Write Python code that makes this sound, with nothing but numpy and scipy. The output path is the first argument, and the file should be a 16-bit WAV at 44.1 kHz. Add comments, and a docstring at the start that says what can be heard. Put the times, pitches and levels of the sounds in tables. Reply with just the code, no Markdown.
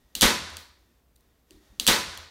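"""Two hard slams: a hand staple gun drives staples through fabric into a wooden frame in a bare room.
Around them the handle cocks and springs back and the catch slips, as bursts of micro-impacts in steel modes.
Hands press the frame, ringing its low modes. Two coloured noises, one uneven with a squeezing hand's rustle
in it, and a hum of two sines lie underneath. The room is a diffuse noise tail; the recorder limits the slam
and ducks its gain for a moment after it."""
import sys
import numpy as np
from scipy import signal
from scipy.fft import rfft, irfft
from scipy.io import wavfile
from scipy.ndimage import uniform_filter1d, minimum_filter1d

SR = 44100
rng = np.random.default_rng(int(sys.argv[2]) if len(sys.argv) > 2 else 0)


def makeup_ratio(level_db):
    """Linear amplitude ratio for a level in decibels (20 dB per factor of ten)."""
    decades = np.asarray(level_db, float) / 20
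    return 10 ** decades


def master(y):
    """Save y as 16-bit WAV."""
    cut = np.clip(np.atleast_2d(y).T, -1, 1)
    pcm = np.round(cut * 32767)  # scale
    wavfile.write(sys.argv[1], SR, pcm.astype(np.int16))


N = 101429
T = np.arange(N) / SR


def at_hz(points, hz):
    """Reads a spectrum table on a log-frequency axis."""
    table_hz, value = np.transpose(points)
    return np.interp(np.log(hz), np.log(table_hz), value)


def butter(x, cut_hz, kind):
    """Second-order Butterworth filter design, run over a sound."""
    return signal.sosfilt(signal.butter(2, cut_hz, kind, fs=SR, output="sos"), x)


def coloured(spectrum):
    """Steady noise of a given spectrum, scaled to rms 1."""
    hz = np.maximum(np.arange(N // 2 + 1) * SR / N, 1)
    inside = hz > 0.7 * spectrum[0][0]
    x = irfft(rfft(rng.standard_normal(N)) * makeup_ratio(at_hz(spectrum, hz)) * inside, N)
    return x / x.std()


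def minimum_phase(spectrum, peaks=()):
    """Causal minimum-phase pulse with a given spectrum and resonant bumps, by folding the cepstrum."""
    hz = np.maximum(np.arange(4097) * SR / 8192, 1)
    db = at_hz(spectrum, hz)
    for peak_hz, width_hz, peak_db in peaks:
        db = db + peak_db / (1 + (2 * (hz - peak_hz) / width_hz) ** 2)
    cepstrum = irfft(np.log(makeup_ratio(db)))
    cepstrum[1:4096] *= 2
    cepstrum[4097:] = 0
    return irfft(np.exp(rfft(cepstrum)))


def ring(push, hz, t60):
    """One mode as a two-pole resonator: a push sets a sine ringing that falls 60 dB in t60 seconds."""
    radius, angle = makeup_ratio(-60 / (t60 * SR)), 2 * np.pi * hz / SR
    poles = [1, -2 * radius * np.cos(angle), radius * radius]
    return signal.lfilter([0, np.sin(angle)], poles, push + 1e-18)


MODE_SPREAD_DB = 1.5   # random spread of each mode's strength, drawn anew for every push


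def strike(out, time_s, push, modes, tilt_db, size):
    """Adds one push ringing every mode of a body; the tilt is in dB per octave around 5 kHz."""
    push = np.pad(push, (0, size - len(push)))
    luck = rng.normal(0, 1, len(modes)) * MODE_SPREAD_DB
    sound = np.zeros(size)
    for k, (hz, db, t60) in enumerate(modes):
        level = makeup_ratio(db + luck[k] + tilt_db * np.log2(hz / 5000))
        sound += (-1) ** k * level * ring(push, hz, t60)
    return out + np.pad(sound, (int(time_s * SR), N))[:N]


FIRST_TOUCH_SHARE = 0.6   # share of the contact's energy in its first touch


def rattle(length_s):
    """A contact of about unit energy: a first touch, and fast micro-impacts that die away."""
    t = np.arange(2000) / SR
    impacts = rng.standard_normal(2000) ** 2 * rng.choice([-1, 1], 2000)
    impacts *= np.minimum(t / 0.00021, 1) * np.exp(-t / length_s)
    impacts /= np.sqrt(np.sum(impacts ** 2))
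    touch = np.arange(2000) == 12
    return np.sqrt(1 - FIRST_TOUCH_SHARE) * impacts + np.sqrt(FIRST_TOUCH_SHARE) * touch


# air of the room: (frequency [Hz], relative density [dB per Hz])
AIR_SPECTRUM = [(25, -12.5), (60, -3), (90, -15), (250, -16), (600, -24), (2000, -32), (6000, -37),
                (10000, -39.5), (14500, -34), (16500, -44)]
AIR_DB = -67   # rms


def air():
    """The steady background is noise with a fixed spectrum."""
    return makeup_ratio(AIR_DB) * coloured(AIR_SPECTRUM)


# hum partials: (frequency [Hz], level [dB rms])
HUM_PARTIALS = [(60, -70), (120, -92)]


def hum():
    """The hum is a sum of steady sines."""
    return sum(np.sqrt(2) * makeup_ratio(db) * np.sin(2 * np.pi * hz * T) for hz, db in HUM_PARTIALS)


# level of the uneven background noise, with the rustle of a squeezing hand at 1.5-1.8 s:
# (time [s], level [dB rms])
UNEVEN_LEVEL = [(0, -73), (0.14, -71.5), (0.8, -71.5), (1.0, -76), (1.05, -107), (1.15, -104), (1.2, -74.5),
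                (1.3, -76), (1.45, -81), (1.52, -64.5), (1.6, -68), (1.65, -63.5), (1.8, -68), (1.9, -74)]
# tone of that noise: (frequency [Hz], relative density [dB per Hz])
UNEVEN_SPECTRUM = [(150, -20.5), (250, -8.5), (320, 0.5), (450, -9.5), (960, -12), (1700, -15.5),
                   (1880, -6), (2080, -16.5), (3300, -16.5), (3600, -9.5), (3900, -16.5), (6000, -17),
                   (8000, -22), (15000, -26.5)]


def uneven_noise():
    """Coloured noise follows a level curve: an uneven background, and a hand's rustle at 1.5-1.8 s."""
    return makeup_ratio(np.interp(T, *np.transpose(UNEVEN_LEVEL))) * coloured(UNEVEN_SPECTRUM)


# modes of the wooden frame and table: (frequency [Hz], level [dB], t60 [s])
FRAME_MODES = [(50, -5.5, .1), (81.9, -15, .3), (118, -6, 0.071), (206.4, -8, 0.19), (300, -7, .1),
               (347.5, -5.5, 0.033), (386, -7, .12), (535, -5.5, 0.056), (743.4, -11.5, .08),
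               (988.5, -5, 0.055), (1568, -5, 0.064), (1823, -11, .03), (2160, -7.5, .03), (2987, -8, .02)]
# hands and gun press on the frame:
# (time [s], level [dB], contact cut-off [Hz], contact floor [Hz], held below 0.9 of the cut-off)
PRESS_EVENTS = [(0.03, -55, 80.2, 29.8), (0.158, -35, 83, 29.8), (0.398, -15, 88.5, 59.6),
                (0.499, -24, 88, 65), (1.538, -38.5, 69.6, 29.7), (1.81, -40, 81, 29.4),
                (1.502, -41, 400.5, 261), (1.536, -40.5, 346, 257), (1.561, -41.5, 360, 255),
                (1.598, -48.5, 350, 251), (1.72, -49, 300, 181.5), (0.68, -44.5, 90, 50),
                (0.799, -50.5, 88.9, 45.4), (1.699, -42.5, 101, 29.7), (1.779, -48.5, 250, 30),
                (2.059, -22, 92, 53.3), (2.166, -28, 93, 60)]


def presses():
    """Soft contacts are band-limited pushes that reach only some low modes of frame and table."""
    out = np.zeros(N)
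    for time_s, db, cut_hz, low_hz in PRESS_EVENTS:
        click = np.pad([makeup_ratio(db)], (0, 6000))
        push = butter(click, [min(low_hz, 0.9 * cut_hz), cut_hz], "band")
        out = strike(out, time_s, push, FRAME_MODES[:8], 0, size=30000)
    return out


# steel clicks in the gun:
# (time [s], level [dB], tilt [dB per octave], rattle decay [s], extra level sent to the room [dB])
CLICK_EVENTS = [(0.1517, -6, 1.5, 0.0023, 0), (0.2106, 0.5, 0.5, 0.0018, 3),
                (0.2371, 5.5, -5, 0.0037, -9.5), (0.5013, -30, 4, .0008, -3), (0.5365, -36, 4, .0012, -3),
                (0.5686, -17.5, 1.5, 0.0011, -1), (1.159, -49, 6, 0.00046, -7),
                (1.162, -45.5, 7.5, .0007, -1.5), (1.208, -54, 8.5, .001, -7),
                (1.5076, -33, 2.5, 0.00076, -1), (1.7977, -4, 1, 0.0036, -1.5),
                (1.867, 3.5, 1.4, .0007, 13), (2.1198, -33, 5, .0006, -6), (2.1422, -35, 3, .0007, -6),
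                (2.1492, -38, 8, .0008, -6), (2.1835, -36, 7, .001, -3), (2.1745, -14, 0.5, 0.0017, -10)]
# modes of the steel body: (frequency [Hz], level [dB], t60 [s])
STEEL_MODES = [(2200, -10.5, .005), (2780, -1.5, 0.0061), (3420, 1.5, .008), (3820, 0, .009),
               (4710, -7.5, 0.013), (5500, -5.5, .007), (6500, -2, .006), (7250, -3.5, 0.0078),
               (8780, -4.5, 0.0064), (9650, -4, 0.0068), (12730, -7.5, .004)]
# power a click sends out as a broad tap: (frequency [Hz], relative density [dB per Hz])
TAP_SPECTRUM = [(120, -34), (200, -3.5), (909, -11.5), (1340, -10.5), (1470, -12), (2210, -10),
                (4290, -2.5), (5160, -10.5), (13200, -17.5), (15600, -18.5), (16500, -34.5)]
STEEL_DB, TAP_NEAR_DB, TAP_ROOM_DB = -13, 13.5, 19.5
CLICK_CUT_HZ = 740   # high-pass on the direct sound


def clicks():
    """Catch, handle, spring and rebounding driver rattle the steel modes; a broad tap feeds the room."""
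    near, far = np.zeros(N + SR), np.zeros(N + SR)
    for time_s, db, tilt_db, length_s, room_db in CLICK_EVENTS:
        push, i = makeup_ratio(db) * rattle(length_s), int(time_s * SR)
        tilted = [(hz, d + tilt_db * np.log2(hz / 5000)) for hz, d in TAP_SPECTRUM]
        tap = minimum_phase(tilted)
        near[:N] = strike(near[:N], time_s, makeup_ratio(STEEL_DB) * push, STEEL_MODES, tilt_db, size=3000)
        near[i:i + 3000] += makeup_ratio(TAP_NEAR_DB) * np.convolve(push, tap[:1001])
        far[i:i + len(tap)] += makeup_ratio(db + room_db + TAP_ROOM_DB) * tap
    return np.array([butter(near, CLICK_CUT_HZ, "high"), far])[:, :N]


# the driver slams the staple home:
# (time [s], level [dB], steel tilt [dB per octave], wood level [dB])
SLAM_EVENTS = [(0.2185, 9.5, 3, -10.5), (1.8762, 7.5, -1, -17)]
# power the slam sends into the room: (frequency [Hz], relative density [dB per Hz])
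BLOW_SPECTRUM = [(35, -34.5), (60, -10), (85, -9), (208, -7.5), (290, -7.5), (509, -3.5), (796, -4.5),
                 (983, -0.5), (1370, -2.5), (1470, -3.5), (2350, -2), (4640, -7.5), (5600, -7.5),
                 (14700, -18.5), (16500, -41)]
# resonant bumps on the blow: (frequency [Hz], width [Hz], height [dB])
BLOW_BUMPS = [(1009, 140, 2.5), (1480, 150, 5), (1950, 250, 2.5), (3650, 350, 4), (4500, 310, 2),
              (8000, 400, -2.5)]
BLOW_DB = 33.5
STEEL_PUSH_S, WOOD_PUSH_S = 0.0057, 0.002   # decay times of the rattles
CRACK_DB, CRACK_CUT_HZ = 9, 1500
THUD_DELAY_S, THUD_DB, THUD_CUT_HZ = 0.028, 6, 73   # the table gives under the blow


def slams():
    """Steel body, broad crack and wood sound at once, the table thuds after; a blow feeds the room."""
    near, far = np.zeros(N), np.zeros(N)
    blow = minimum_phase(BLOW_SPECTRUM, BLOW_BUMPS)
    for time_s, db, tilt_db, wood_db in SLAM_EVENTS:
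        push, i = makeup_ratio(db) * rattle(STEEL_PUSH_S), int(time_s * SR)
        near = strike(near, time_s, push, STEEL_MODES, tilt_db, size=3000)
        crack = butter(push, CRACK_CUT_HZ, "high")
        near[i:i + len(crack)] += makeup_ratio(CRACK_DB) * crack
        wood_push = makeup_ratio(wood_db) * rattle(WOOD_PUSH_S)
        near = strike(near, time_s, wood_push, FRAME_MODES, 0, size=30000)
        thud = butter(np.pad([makeup_ratio(wood_db + THUD_DB)], (0, 4000)), THUD_CUT_HZ, "low")
        # the thud rings the lowest mode alone
        near = strike(near, time_s + THUD_DELAY_S, thud, FRAME_MODES[:1], 0, size=30000)
        far[i:i + len(blow)] += makeup_ratio(db + BLOW_DB) * blow
    return np.array([near, far])


# how long the echoes last: (frequency [Hz], t60 [s])
ECHO_T60 = [(60, .45), (250, 0.41), (1000, 0.53), (2000, 0.53), (2900, 0.47), (4200, 0.53), (6000, 0.48),
            (8500, 0.43), (15000, 0.28)]
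# tone of the echoes: (frequency [Hz], relative level [dB])
ECHO_COLOUR = [(60, 2), (250, 4), (1000, -6.1), (2000, -4.75), (4000, -1.74), (8000, -2), (16000, 1)]
ROOM_DB, FIRST_ECHO_S, BUILD_S = -34, 0.0045, 0.004


def room(x):
    """Diffuse echoes: third-octave bands of noise that build up and die away, each at its own rate."""
    t, edges = T[:SR], 30 * 2 ** np.arange(0, 9.4, 1 / 3)
    # neighbouring bands take turns on two independent noises
    white, tail = rng.standard_normal((2, SR)), np.zeros(SR)
    for k, (low, high) in enumerate(zip(edges, edges[1:])):
        hz = np.sqrt(low * high)
        band = butter(white[k % 2], [low, high], "band")
        tail += band * makeup_ratio(at_hz(ECHO_COLOUR, hz) - 60 * t / at_hz(ECHO_T60, hz))
    tail *= np.clip((t - FIRST_ECHO_S) / BUILD_S, 0, 1)
    return makeup_ratio(ROOM_DB) * signal.fftconvolve(x, tail)[:N]


def scene():
    """Air, hum, uneven noise and presses under the gun, heard directly and through the room."""
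    near, far = clicks() + slams()
    return (air() + hum() + uneven_noise() + presses() + near + room(far))[None]


def cut_db(excess_db, hold_s, ahead_s, release_db_per_s):
    """Gain cut that follows an excess level: held, released steadily, its attack smoothed ahead."""
    hold, ahead = int(hold_s * SR) + 1, int(ahead_s * SR) + 1
    held = -minimum_filter1d(np.pad(-excess_db, (hold // 2, 0))[:N], hold)
    release = release_db_per_s * T
    let_go = np.maximum.accumulate(held + release) - release
    early = np.pad(let_go, (0, ahead), "edge")[ahead // 2:ahead // 2 + N]
    return uniform_filter1d(early, ahead)


DUCK_FROM_DB, DUCK_MOST_DB, DUCK_WINDOW_S = -15.5, 10, 0.03   # threshold, deepest cut, power window


def duck(x):
    """Slow gain control: power above a threshold pulls the gain down for a moment after loud sound."""
    window = int(DUCK_WINDOW_S * SR)
    power = uniform_filter1d(np.pad(x ** 2, (window // 2, 0))[:N], window)
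    loud_db = 10 * np.log10(np.maximum(power, 1e-12))
    excess_db = np.clip(loud_db - DUCK_FROM_DB, 0, DUCK_MOST_DB)
    return x * makeup_ratio(-cut_db(excess_db, hold_s=0.16, ahead_s=0.0059, release_db_per_s=58.5))


LIMIT_DB = -4   # peak threshold


def limit(x):
    """Fast limiter: the excess of each peak over the threshold turns the gain down, then quickly lets go."""
    peak_db = 20 * np.log10(np.abs(x) + 1e-9)
    excess_db = np.maximum(peak_db - LIMIT_DB, 0)
    return x * makeup_ratio(-cut_db(excess_db, hold_s=0.00039, ahead_s=0.00039, release_db_per_s=1503))


def low_pass(x):
    """Removes everything above the highest recorded frequency."""
    return signal.sosfilt(signal.butter(12, 17050, fs=SR, output="sos"), x)


def record(dry):
    """A steep low-pass (60 dB down from 17.3 kHz), then the slow ducking, then the fast limiter."""
    low_passed = signal.sosfilt(signal.cheby2(10, 60, 17300, fs=SR, output="sos"), dry[0])
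    mix = limit(duck(low_passed))[None]
    return low_pass(mix)


dry = scene()
out = record(dry)
master(out)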